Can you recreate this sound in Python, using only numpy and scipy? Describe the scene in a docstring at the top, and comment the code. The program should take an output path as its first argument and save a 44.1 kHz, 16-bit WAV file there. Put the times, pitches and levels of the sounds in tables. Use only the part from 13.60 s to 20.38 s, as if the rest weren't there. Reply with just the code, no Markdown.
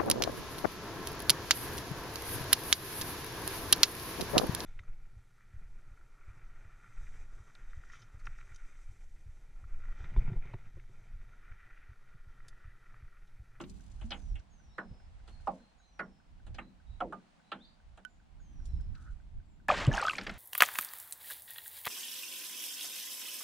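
"""Water plops against a wooden boat adrift on a calm river: each slap traps air that rings through the hull.
Then something hits the water close by: a splash, a deep gulp as the cavity closes, bubbles ringing as
damped oscillators, and falling drops. Tackle is handled softly, a metal fitting clinks and something rubs
the boat's side. Light wind buffets the microphone, birds whistle from the bank, an echo sounder ticks."""
import sys
import numpy as np
from scipy import signal
from scipy.fft import rfft, irfft, next_fast_len
from scipy.io import wavfile
from scipy.ndimage import map_coordinates

SR = 44100
rng = np.random.default_rng(int(sys.argv[2]) if len(sys.argv) > 2 else 0)


def master_out(mix):
    """Clip the mix to full scale and print it as 16-bit PCM to the path in sys.argv[1]."""
    frames = np.transpose(np.atleast_2d(mix))
    ceiling = np.clip(frames, -1, 1)
    pcm = np.round(ceiling * 32767).astype(np.int16)
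    wavfile.write(sys.argv[1], SR, pcm)


N = 298998
TIME = np.arange(N) / SR
AGE = np.arange(SR // 3) / SR  # time since an impact [s]
ENTRY_S, REBOUND_S = 6.084, 6.312  # the surface breaks; the closed cavity throws water up again


def amp(db):
    """Amplitude ratio of a level in decibels."""
    return 10 ** (np.asarray(db) / 20)


def unit(x):
    """Normalisation to rms 1."""
    return x / np.sqrt(np.mean(x ** 2) + 1e-20)


def along(points, hz):
    """Interpolation of (frequency [Hz], value) points on a logarithmic frequency axis."""
    f, v = np.transpose(points)
    return np.interp(np.log(hz + 1), np.log(f + 1), v)


def curves(rows):
    """Linear interpolation in time: one value per sample for each column after the first."""
    s, *columns = np.transpose(rows)
    return [np.interp(TIME, s, column) for column in columns]


def wobble(rate):
    """Random modulation: a smooth curve through rate Gaussian knots a second."""
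    coarse = TIME[::32]
    knots = rng.standard_normal(int(N * rate / SR) + 4)
    return np.interp(TIME, coarse, map_coordinates(knots, [coarse * rate]))


def envelope(start, attack, hold, fall_db_per_s):
    """Linear attack, hold and exponential decay; times in seconds."""
    age = TIME - start
    return np.clip(age / attack, 0, 1) * amp(-fall_db_per_s * np.maximum(age - attack - hold, 0))


def add(track, s, sound):
    """Superposition of a sound on a track at time s."""
    part = track[..., max(round(s * SR), 0):][..., :sound.shape[-1]]
    part += sound[..., :part.shape[-1]]


def filtered(x, response):
    """Zero-phase filtering: the spectrum is multiplied by a frequency response."""
    m = next_fast_len(N + SR // 4)
    return irfft(rfft(x, m) * response(np.fft.rfftfreq(m, 1 / SR)), m)[..., :N]


def band(x, hz, octaves, order):
    """Causal Butterworth band-pass around hz."""
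    edges = np.minimum(hz * 2 ** (np.array([-.5, .5]) * octaves), [SR / 2 - 2000, SR / 2 - 1000])
    return signal.sosfilt(signal.butter(order, edges, "band", fs=SR, output="sos"), x)


def swept(x, hz, width, order):
    """Heterodyne band-pass that follows the curve hz; width is a share of its starting frequency."""
    carrier = np.exp(2j * np.pi * np.cumsum(hz) / SR)
    low = signal.butter(order, width * hz[0] / 2, fs=SR, output="sos")
    return 2 * np.real(carrier * signal.sosfilt(low, x / carrier))


def rush(spectrum, coherence):
    """Coloured stereo noise, rms 1; the balance of mid and side sets the left-right coherence."""
    def response(hz):
        angle = np.arccos(np.clip(along(coherence, hz), -1, 1)) / 2
        return amp(along(spectrum, hz)) * [np.cos(angle), np.sin(angle)]
    mid, side = filtered(rng.standard_normal((2, N)), response)
    return unit(np.array([mid + side, mid - side]))


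def burst(t60, t=AGE):
    """White noise in exponential decay, 60 dB in t60 seconds."""
    return rng.standard_normal(len(t)) * amp(-60 * t / t60)


def tick(hz, octaves, t60):
    """An impact transient: a band-limited noise burst, peak 1."""
    click = band(burst(t60, AGE[:SR // 10]), hz, octaves, order=3)
    return click / abs(click).max()


def crackle(per_s, hz, octaves, order, t60=0.026):
    """Shot noise, rms 1: tiny impacts arrive as a Poisson process."""
    chance, size = rng.random((2, N))
    impacts = (chance < per_s / SR) * size ** 2
    decays = signal.oaconvolve(impacts, amp(-60 * AGE[:SR // 50] / t60))[:N]
    return unit(band(decays * rng.standard_normal(N), hz, octaves, order))


def oscillator(hz, t60, swell_s, octaves_per_s=0):
    """A damped oscillation with a soft onset, peak 1; any glide stops after t60 seconds."""
    pitch = hz * 2 ** (octaves_per_s * np.minimum(AGE, t60))
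    shape = amp(-60 * AGE / t60) * (1 - np.exp(-(AGE / swell_s) ** 2))
    return shape / shape.max() * np.sin(2 * np.pi * np.cumsum(pitch) / SR)


def hull(ring_scale, spread_db=3.0, build_s=0.0019, mode_life_scale=0.88):
    """The boat's impulse response: plank modes in a dense wash, with damping that grows with frequency."""
    # normal modes of the hull: (frequency [Hz], relative level [dB])
    plank_modes = [(192, -1.5), (265, -7), (325, -2.5), (555, -8), (632, 0.5), (705, -3.5), (810, 4),
                   (880, 1), (1110, -4.5), (1230, -4.5), (1345, 2.5), (1430, 1), (1540, -2.5), (1750, -5),
                   (2750, 2.5), (3000, 5.5), (3300, 3.5)]
    # damping of the hull: (frequency [Hz], 60 dB decay time before scaling [s])
    decay_times = [(200, 0.41), (400, 0.37), (800, 0.15), (1500, 0.14), (3000, 0.13), (9000, 0.018)]
    hz, t, spectra = signal.stft(rng.standard_normal(len(AGE)), SR, nperseg=256)
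    wash_t60 = ring_scale * along(decay_times, hz)[:, None]
    wash = signal.istft(spectra * amp(-60 * t / wash_t60), SR, nperseg=256)[1][:len(AGE)]
    mode_hz, mode_db = np.transpose(plank_modes)
    gain = amp(mode_db + spread_db * rng.standard_normal(len(mode_hz)))
    mode_t60 = mode_life_scale * ring_scale * along(decay_times, mode_hz)[:, None]
    phase = 2 * np.pi * (np.outer(mode_hz, AGE) + rng.random((len(mode_hz), 1)))
    modes = gain @ (amp(-60 * AGE / mode_t60) * np.sin(phase))
    return (wash + modes / 10) * (1 - np.exp(-AGE / build_s))


def plop(hz, fall_octaves, db, upper_db, smack_db, ring_scale, sink_s=0.034, upper_ratio=2.245):
    """Cavity resonance: a slap squeezes an air pocket whose pitch sinks; the hull thuds, then booms."""
    def unit_onset(x):
        return x / np.sqrt(np.mean(x[:SR // 40] ** 2))
    boat = hull(ring_scale)
    pitch = hz * 2 ** (-fall_octaves * (1 - np.exp(-AGE / sink_s)))
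    pocket = unit_onset(swept(boat, pitch, width=0.53, order=4))
    upper = amp(upper_db) * unit_onset(swept(boat, pitch * upper_ratio, width=0.54, order=3))
    smack = amp(smack_db) * unit_onset(band(boat, hz=4420, octaves=0.68, order=4))
    force_db = db + 42  # relative to a firm slap; the hull's level grows more slowly than the pocket's
    thud = amp(-48 + 0.67 * force_db) * unit_onset(band(boat, hz=480, octaves=1.46, order=3))
    boom = band(boat, hz=200, octaves=0.57, order=2) * (1 - np.exp(-AGE / 0.05))
    boom = amp(-54.5 + 0.62 * force_db) * boom / np.std(boom[:SR // 10])
    return amp(db) * (pocket + upper + smack) + thud + boom


def slaps(fizz_db=-78):
    """Impulsive excitation: water strikes the hull and fizzes; under firm slaps trapped air rings on."""
    # slaps of water: (time [s], pocket's starting frequency [Hz], fall [octaves], level [dB],
    # upper resonance relative to the pocket [dB])
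    strikes = [(0.0, 1290, 0.72, -50.5, -6.5), (0.411, 1350, 0.25, -64, 2), (0.505, 2050, 0.51, -54, 3.5),
               (0.516, 1280, 0.19, -49.5, 6.5), (0.754, 1160, 0.15, -77.5, 19),
               (1.18, 1586, 0.39, -41, -24), (1.676, 1710, 0.32, -66, -0.5),
               (1.870, 1067, 0.51, -35.5, -25), (2.391, 1846, 0.43, -40, -25.5),
               (2.865, 1530, .3, -67.5, -2.5), (2.943, 2150, 0.3, -65.5, 1), (2.983, 1120, 0.73, -47.5, 0),
               (3.403, 1290, 1.25, -36.5, -16), (3.523, 1394, 0.69, -46, -22.5),
               (3.916, 1440, 0.19, -44.5, -3.5), (4.373, 1430, 0.21, -64, -5.5)]
    # ringing air pockets: (time [s], starting frequency [Hz], peak level [dB], life [cycles])
    pockets = [(1.186, 1493, -42, 110), (1.875, 798, -29.5, 71), (2.394, 1453, -33.5, 110),
               (3.406, 1347, -37.5, 35), (3.414, 723, -30, 44), (3.42, 558, -38, 35),
               (3.526, 1228, -40.5, 125), (3.917, 1344, -39, 85)]
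    out = np.zeros(N)
    for s, hz, fall_octaves, db, upper_db in strikes:
        fizz = band(burst(t60=0.089), hz=7500, octaves=0.55, order=3)
        add(out, s, amp(fizz_db) * fizz / np.std(fizz[:SR // 50]))
        add(out, s, plop(hz, fall_octaves, db, upper_db, smack_db=-35.5, ring_scale=0.89))
    for s, hz, db, cycles in pockets:
        add(out, s, amp(db) * oscillator(hz, t60=cycles / hz, swell_s=0.0069, octaves_per_s=-0.64))
    return out


def wind(eddy_db=4, eddies_per_s=13, lean_db=2):
    """Turbulent pressure: quick eddies buffet the microphone's two ports unevenly."""
    # strength of the wind: (time [s], level [dB])
    gusts = [(0.0, -59), (0.4, -41.5), (0.53, -49.5), (0.72, -35.5), (0.86, -60), (1.28, -58),
             (1.72, -44.5), (2.13, -71), (2.6, -62.5), (2.96, -44.5), (3.13, -63.5), (3.33, -49),
             (3.85, -78), (4.36, -54), (4.44, -69.5), (5.14, -37), (5.57, -52.5), (5.67, -45.5),
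             (5.93, -63.5), (6.14, -52.5), (6.35, -32.5), (6.47, -75), (6.78, -48)]
    # spectrum of the buffeting: (frequency [Hz], relative spectral density [dB])
    spectrum = [(10, -19.5), (22, -1), (45, 2), (70, -4.5), (100, -10.5), (160, -23), (280, -39.5),
                (450, -48), (900, -102)]
    gust_db, = curves(gusts)
    gain = amp(gust_db + eddy_db * wobble(eddies_per_s))
    buffet = rush(spectrum, coherence=[(30, 0.4), (70, 0.4), (150, 0.36)])
    return gain * buffet * amp([[-lean_db], [lean_db]])


def river(hiss_lift_db=1.7):
    """Diffuse, weakly coherent noise: ripples murmur under the hull and the banks hiss."""
    # background of the river: (time [s], lapping level [dB], hiss level before its lift [dB])
    levels = [(0.0, -48.5, -73), (0.49, -73.5, -71), (0.98, -70, -72.5), (1.97, -73.5, -70),
              (2.22, -72, -73.5), (3.1, -64.5, -73), (3.71, -70, -70), (4.6, -72, -74.5),
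              (5.15, -60.5, -73), (5.6, -67, -74), (6.05, -68, -75.5)]
    # spectrum of the ripples: (frequency [Hz], relative spectral density [dB])
    lapping_spectrum = [(90, -25.5), (140, 2.5), (195, 0.5), (300, -8.5), (450, -21), (900, -50.5)]
    # spectrum of the hiss: (frequency [Hz], relative spectral density [dB])
    hiss_spectrum = [(150, -5.5), (400, -7.5), (750, 3), (1100, -3.5), (1600, -5.5), (2500, -9),
                     (4200, -13), (5500, -17.5), (8000, -20.5), (10500, -27.5), (12500, -72),
                     (16000, -29.5)]
    # left-right likeness of the hiss: (frequency [Hz], coherence [0-1])
    hiss_coherence = [(200, 0.091), (1000, 0.021), (4000, 0.25), (12000, 0.053)]
    lapping_db, hiss_db = curves(levels)
    ripples = amp(lapping_db + 1.7 * wobble(5.8)) * rush(lapping_spectrum, coherence=[(200, 0.11)])
    hiss = amp(hiss_db + hiss_lift_db + 0.32 * wobble(2.23)) * rush(hiss_spectrum, hiss_coherence)
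    return ripples + hiss


def tackle(crinkle_db=2.0):
    """Contact noise: handled rod and line give a fine, uneven crackle and a few light ticks."""
    # hands shifting on the tackle: (time [s], hold [s], level [dB])
    rustles = [(0.0, 0.64, -76), (1.67, 0.25, -81), (5.038, 0.033, -79), (5.342, 0.13, -80)]
    # ticks of the tackle: (time [s], frequency [Hz], peak level [dB])
    ticks = [(0.012, 4300, -46.5), (0.038, 2190, -46.5), (0.096, 5000, -52), (0.315, 4770, -59),
             (0.794, 3900, -61), (5.055, 5200, -54), (5.074, 6250, -65.5), (5.208, 5270, -61.5),
             (5.351, 3000, -55)]
    moves = sum(amp(db) * envelope(s, attack=0.006, hold=hold, fall_db_per_s=109)
                for s, hold, db in rustles)
    out = moves * amp(crinkle_db * wobble(45)) * crackle(per_s=990, hz=4900, octaves=1.68, order=3)
    for s, hz, db in ticks:
        add(out, s, amp(db) * tick(hz, octaves=1.5, t60=0.052))
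    return out


def echo_sounder(db=-63, pings_per_s=5):
    """Periodic excitation: the transducer gives a faint, damped tick at every ping."""
    out = np.zeros(N)
    ping = amp(db) * oscillator(hz=1525, t60=0.031, swell_s=0.0012)
    for s in np.arange(0, N / SR, 1 / pings_per_s):
        add(out, s, ping)
    return out


def bubbles(swell_cycles=1.1, rise_octaves_per_s=2.46):
    """Bubble resonance: air is the spring, water the mass; the pitch sharpens as the bubble rises."""
    # single bubbles and ringing droplets:
    # (time [s], starting frequency [Hz], peak level [dB], life [cycles])
    rings = [(0.005, 329, -42.5, 82), (0.439, 217, -42.5, 60), (6.085, 1706, -22, 107),
             (6.087, 870, -21, 8.6), (6.093, 580, -26, 33), (6.091, 2460, -24, 52),
             (6.101, 1174, -12.5, 25), (6.113, 2400, -23, 26), (6.118, 600, -23, 26),
             (6.141, 1850, -39, 60), (6.171, 1800, -38, 82), (6.238, 720, -45, 25), (6.257, 1130, -35, 25),
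             (6.266, 2920, -34.5, 63), (6.314, 1700, -30.5, 110), (6.337, 2700, -53, 45),
             (6.29, 572, -33, 35), (6.340, 784, -33, 71), (6.347, 990, -31.5, 29), (6.351, 2120, -59, 55),
             (6.369, 2500, -35, 37), (6.379, 1600, -20.5, 30), (6.396, 1406, -27, 57), (6.41, 510, -37, 32),
             (6.401, 2440, -35, 70), (6.415, 8050, -36, 78), (6.425, 1190, -24, 34), (6.433, 2680, -37, 42),
             (6.451, 1276, -23, 63), (6.452, 2720, -38, 56), (6.466, 5930, -36, 41), (6.470, 1230, -23, 50),
             (6.480, 3300, -31, 63), (6.483, 1490, -18.5, 39), (6.4967, 2680, -20, 32),
             (6.497, 1236, -29, 83), (6.509, 2540, -28, 34), (6.533, 1130, -33, 20), (6.534, 2010, -35, 31),
             (6.553, 2360, -34, 50), (6.583, 2170, -31, 44), (6.666, 1700, -35, 16), (6.694, 2080, -33, 28)]
    out = np.zeros(N)
    for s, hz, db, cycles in rings:
        add(out, s, amp(db) * oscillator(hz, cycles / hz, swell_cycles / hz, rise_octaves_per_s))
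    return out


def bird_note(pitch, waver, fade, waver_rate):
    """Random frequency modulation of a thin whistle; a fast waver makes it raspy."""
    drift = 1 + waver * map_coordinates(rng.standard_normal(200), [TIME[:len(pitch)] * waver_rate])
    return signal.windows.tukey(len(pitch), fade) * np.sin(2 * np.pi * np.cumsum(pitch * drift) / SR)


def trees(song, t60, build_s=0.033):
    """Multiple scattering: the wooded bank returns a diffuse stereo echo."""
    tails = np.array([burst(t60), burst(t60)]) * (1 - np.exp(-AGE / build_s))
    return signal.oaconvolve(song[None], tails / np.linalg.norm(tails[0]), axes=1)[:, :N]


def birds(from_hz=6900, rest_hz=5050, fade_db_per_s=16, chirp_s=0.085, arch_hz=110, flutter_db=3.5):
    """Gliding tones: whistles sink and fade; chirps from deeper in the trees carry more reverberation."""
    # one bird's whistles: (time [s], length [s], time constant of the fall [s], relative level [dB])
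    whistle_calls = [(0.549, 0.19, .135, -67.5), (0.892, 0.55, 0.16, -69.5), (2.17, .48, .19, -73.5),
                     (4.79, 0.5, .2, -70.5)]
    # other birds' chirps: (time [s], glide start [Hz], glide end [Hz], relative level [dB])
    chirp_calls = [(1.089, 3770, 4170, -69), (1.689, 4340, 4120, -67), (1.98, 4110, 4150, -72),
                   (2.191, 3930, 4140, -71), (2.977, 3960, 4070, -71), (3.259, 3850, 3850, -71),
                   (3.599, 4150, 4370, -78), (3.83, 3960, 4060, -71), (3.982, 3200, 4960, -61),
                   (4.469, 7300, 6570, -78), (4.84, 3250, 3010, -77), (5.079, 4100, 3580, -77),
                   (5.85, 7700, 7100, -80.5)]
    whistles, chirps = np.zeros((2, N))
    for s, length, fall_s, db in whistle_calls:
        t = TIME[:int(length * SR)]
        pitch = rest_hz + (from_hz - rest_hz) * np.exp(-t / fall_s)
        whistle = bird_note(pitch, waver=0.003, fade=0.08, waver_rate=250)
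        add(whistles, s, amp(db - fade_db_per_s * t) * whistle)
    bend = np.linspace(0, 1, int(chirp_s * SR)) ** 1.5
    arch = arch_hz * (np.sin(np.pi * bend) - 2 / np.pi)
    for s, start_hz, end_hz, db in chirp_calls:
        pitch = start_hz + (end_hz - start_hz) * bend + arch
        add(chirps, s, amp(db) * bird_note(pitch, waver=0.015, fade=0.3, waver_rate=400))
    whistles *= amp(flutter_db * wobble(45))
    chirps *= amp(flutter_db * wobble(70))
    return (amp(-5) * whistles + amp(-8) * trees(whistles, t60=0.34)
            + amp(-6) * chirps + amp(-4) * trees(chirps, t60=0.27))


def gulps(churn_db=-19, heave_db=-24, heave_t60=0.38):
    """Cavity collapse: one deep, sagging pulse with churning water around it and a slow heave after."""
    # closing cavities: (time [s], peak level of the pulse [dB])
    closures = [(1.311, -39.5), (6.275, -13)]
    out = np.zeros(N)
    for s, db in closures:
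        pulse = oscillator(hz=134.7, t60=0.041, swell_s=0.009, octaves_per_s=-9.7)
        churn = band(burst(t60=0.23), hz=150, octaves=1.26, order=2)
        churn *= amp(churn_db) / np.std(churn[:SR // 40])
        heave = unit(band(rng.standard_normal(len(AGE)), hz=70, octaves=5.8, order=2))
        heave *= amp(heave_db - 60 * AGE / heave_t60)
        add(out, s, amp(db) * (pulse + churn + heave))
    return out


def clink(at_s=4.45, left_db=-13, right_db=3):
    """Free vibration: a small metal fitting clicks and rings briefly, close on the right."""
    # modes of the fitting: (frequency [Hz], peak level before panning [dB], 60 dB decay time [s])
    modes = [(1497, -36, 0.07), (3050, -41.5, 0.02)]
    out = np.zeros(N)
    for hz, db, t60 in modes:
        add(out, at_s, amp(db) * oscillator(hz, t60, swell_s=0.00024))
    add(out, at_s, amp(-43) * tick(hz=4660, octaves=2.1, t60=0.0059))
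    return out * amp([[left_db], [right_db]])


def rub(rough_db=1):
    """Friction: soft pushes along the boat's side excite a narrow resonance."""
    # pushes along the side: (time [s], hold [s], level [dB])
    pushes = [(5.342, 0.025, -63), (5.4, .012, -69), (5.45, 0.014, -61)]
    gain = sum(amp(db) * envelope(s, attack=0.011, hold=hold, fall_db_per_s=330)
               for s, hold, db in pushes)
    roughness = amp(rough_db * wobble(150))
    return gain * roughness * unit(band(rng.standard_normal(N), hz=1400, octaves=0.26, order=2))


def bubble_cloud(centre_hz, octaves, cycles, spread_db, count, tilt=0.77, rise=0.052):
    """Constant-Q bubble resonances from the entry on, rms 1; big, low ones ring louder and longer."""
    t = AGE[:SR // 50]
    when, strength, up, down = rng.random((count, 4)).T
    hz = centre_hz * 2 ** (octaves * (up - down))
    turns = np.outer(hz, t)
    life = turns / cycles
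    phase = 2 * np.pi * turns * (1 + rise * np.minimum(life, 1))
    rings = amp(-60 * life) * (1 - np.exp(-turns)) * np.sin(phase)
    gain = amp(-spread_db * np.log(strength + 0.041)) * (centre_hz / hz) ** tilt
    onsets = (ENTRY_S * SR + when * (N - ENTRY_S * SR)).astype(int)
    samples = onsets[:, None] + np.arange(len(t))
    cloud = np.bincount(samples.ravel(), (rings * gain[:, None]).ravel(), N)[:N]
    return cloud / np.std(cloud[onsets.min():])


def splash():
    """Impact and air entrainment: spray and bubbles surge at entry and rebound; droplets patter down."""
    # spectrum of the spray: (frequency [Hz], relative spectral density [dB])
    spectrum = [(60, 1), (120, 2), (300, -3), (430, -4.5), (600, -3), (900, -6), (1800, -1.5), (3200, -7.5),
                (5500, -20.5), (7500, -21), (11000, -42), (16000, -52.5)]
    spray = rush(spectrum, coherence=[(2000, 1.0), (4000, 1.0), (8000, 0.96), (15000, 0.85)])
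    spray *= amp(0.74 * wobble(130))
    spray *= (amp(-38) * envelope(ENTRY_S, attack=0.0012, hold=0.15, fall_db_per_s=234)
              + amp(-48) * envelope(REBOUND_S, attack=0.063, hold=0.028, fall_db_per_s=20))
    froth = bubble_cloud(centre_hz=1743, octaves=1.724, cycles=31, spread_db=4, count=1300)
    froth *= (amp(-33) * envelope(ENTRY_S, attack=0.0017, hold=0.0027, fall_db_per_s=89)
              + amp(-39.5) * envelope(REBOUND_S, attack=0.036, hold=0.089, fall_db_per_s=250))
    plinks = bubble_cloud(centre_hz=4500, octaves=1.1, cycles=28, spread_db=6, count=600)
    plinks *= (amp(-50) * envelope(ENTRY_S, attack=0.0016, hold=0.12, fall_db_per_s=300)
               + amp(-47) * envelope(REBOUND_S, attack=0.025, hold=0.043, fall_db_per_s=69))
    patter = crackle(per_s=300, hz=6000, octaves=1.36, order=2)
    patter *= amp(-61) * envelope(REBOUND_S, attack=0.037, hold=0.14, fall_db_per_s=43)
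    return spray + froth + plinks + patter


def cracks():
    """Impact transients: water strikes water so briefly that the sound is a sharp crack."""
    # cracks of water: (time [s], frequency [Hz], peak level [dB])
    impacts = [(6.084, 8900, -35), (6.191, 3600, -41), (6.25, 3640, -30), (6.268, 6400, -35.5),
               (6.31, 7500, -55), (6.319, 4740, -40), (6.347, 6400, -50), (6.361, 4980, -46),
               (6.369, 3600, -39), (6.372, 5600, -32), (6.38, 6900, -42.5), (6.412, 4000, -47),
               (6.438, 3800, -37), (6.4661, 4900, -27), (6.483, 5000, -36), (6.493, 5270, -33),
               (6.557, 5270, -35), (6.651, 3380, -46), (6.67, 3350, -32)]
    out = np.zeros(N)
    for s, hz, db in impacts:
        add(out, s, amp(db) * tick(hz, octaves=0.89, t60=0.0049))
    return out


def plunge(delay_s=0.0089):
    """Resonance of the open cavity: its note sinks as it deepens and stops as the walls narrow."""
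    out = np.zeros(N)
    note = amp(-25) * oscillator(hz=880, t60=0.066, swell_s=0.02, octaves_per_s=-15)
    add(out, ENTRY_S + delay_s, note)
    return out * envelope(ENTRY_S, attack=0.0056, hold=0.053, fall_db_per_s=700)


def drops():
    """Air-pocket resonance: big drops falling back sound like slaps, brighter and cut short."""
    # falling drops: (time [s], level [dB], smack of contact relative to the pocket [dB])
    landings = [(6.582, -42, -9), (6.61, -51, -11), (6.666, -43, -41), (6.694, -46, -40)]
    out = np.zeros(N)
    for s, db, smack_db in landings:
        drop = plop(hz=2120, fall_octaves=0.83, db=db, upper_db=-7.5, smack_db=smack_db, ring_scale=0.39)
        add(out, s, drop)
    return out


def boat_sides(sound):
    """Early reflections: the boat's sides scatter a sound and widen it in stereo."""
    # response of the reflections: (frequency [Hz], gain [dB])
    scatter = [(200, -15.5), (700, -6), (1300, -5), (2400, -5.5), (8000, 2)]
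    walls = burst(t60=0.029, t=AGE[:SR // 20])
    reflected = signal.oaconvolve(sound, walls / np.linalg.norm(walls))[:N]
    side = filtered(reflected, lambda hz: amp(along(scatter, hz)))
    return np.array([sound + side, sound - side])


def scene():
    """Superposition of the boat's sounds, the splash straight ahead and the river's surroundings."""
    boat = boat_sides(slaps() + rub() + tackle())
    water = splash() + plunge() + gulps() + bubbles() + cracks() + drops()
    return boat + water + clink() + birds() + echo_sounder() + wind() + river()


def record(dry):
    """Band limiting: an ideal low-pass filter removes the highest treble."""
    top_hz = 16300
    return filtered(dry, lambda hz: hz < top_hz)


dry = scene()
out = record(dry)
master_out(out)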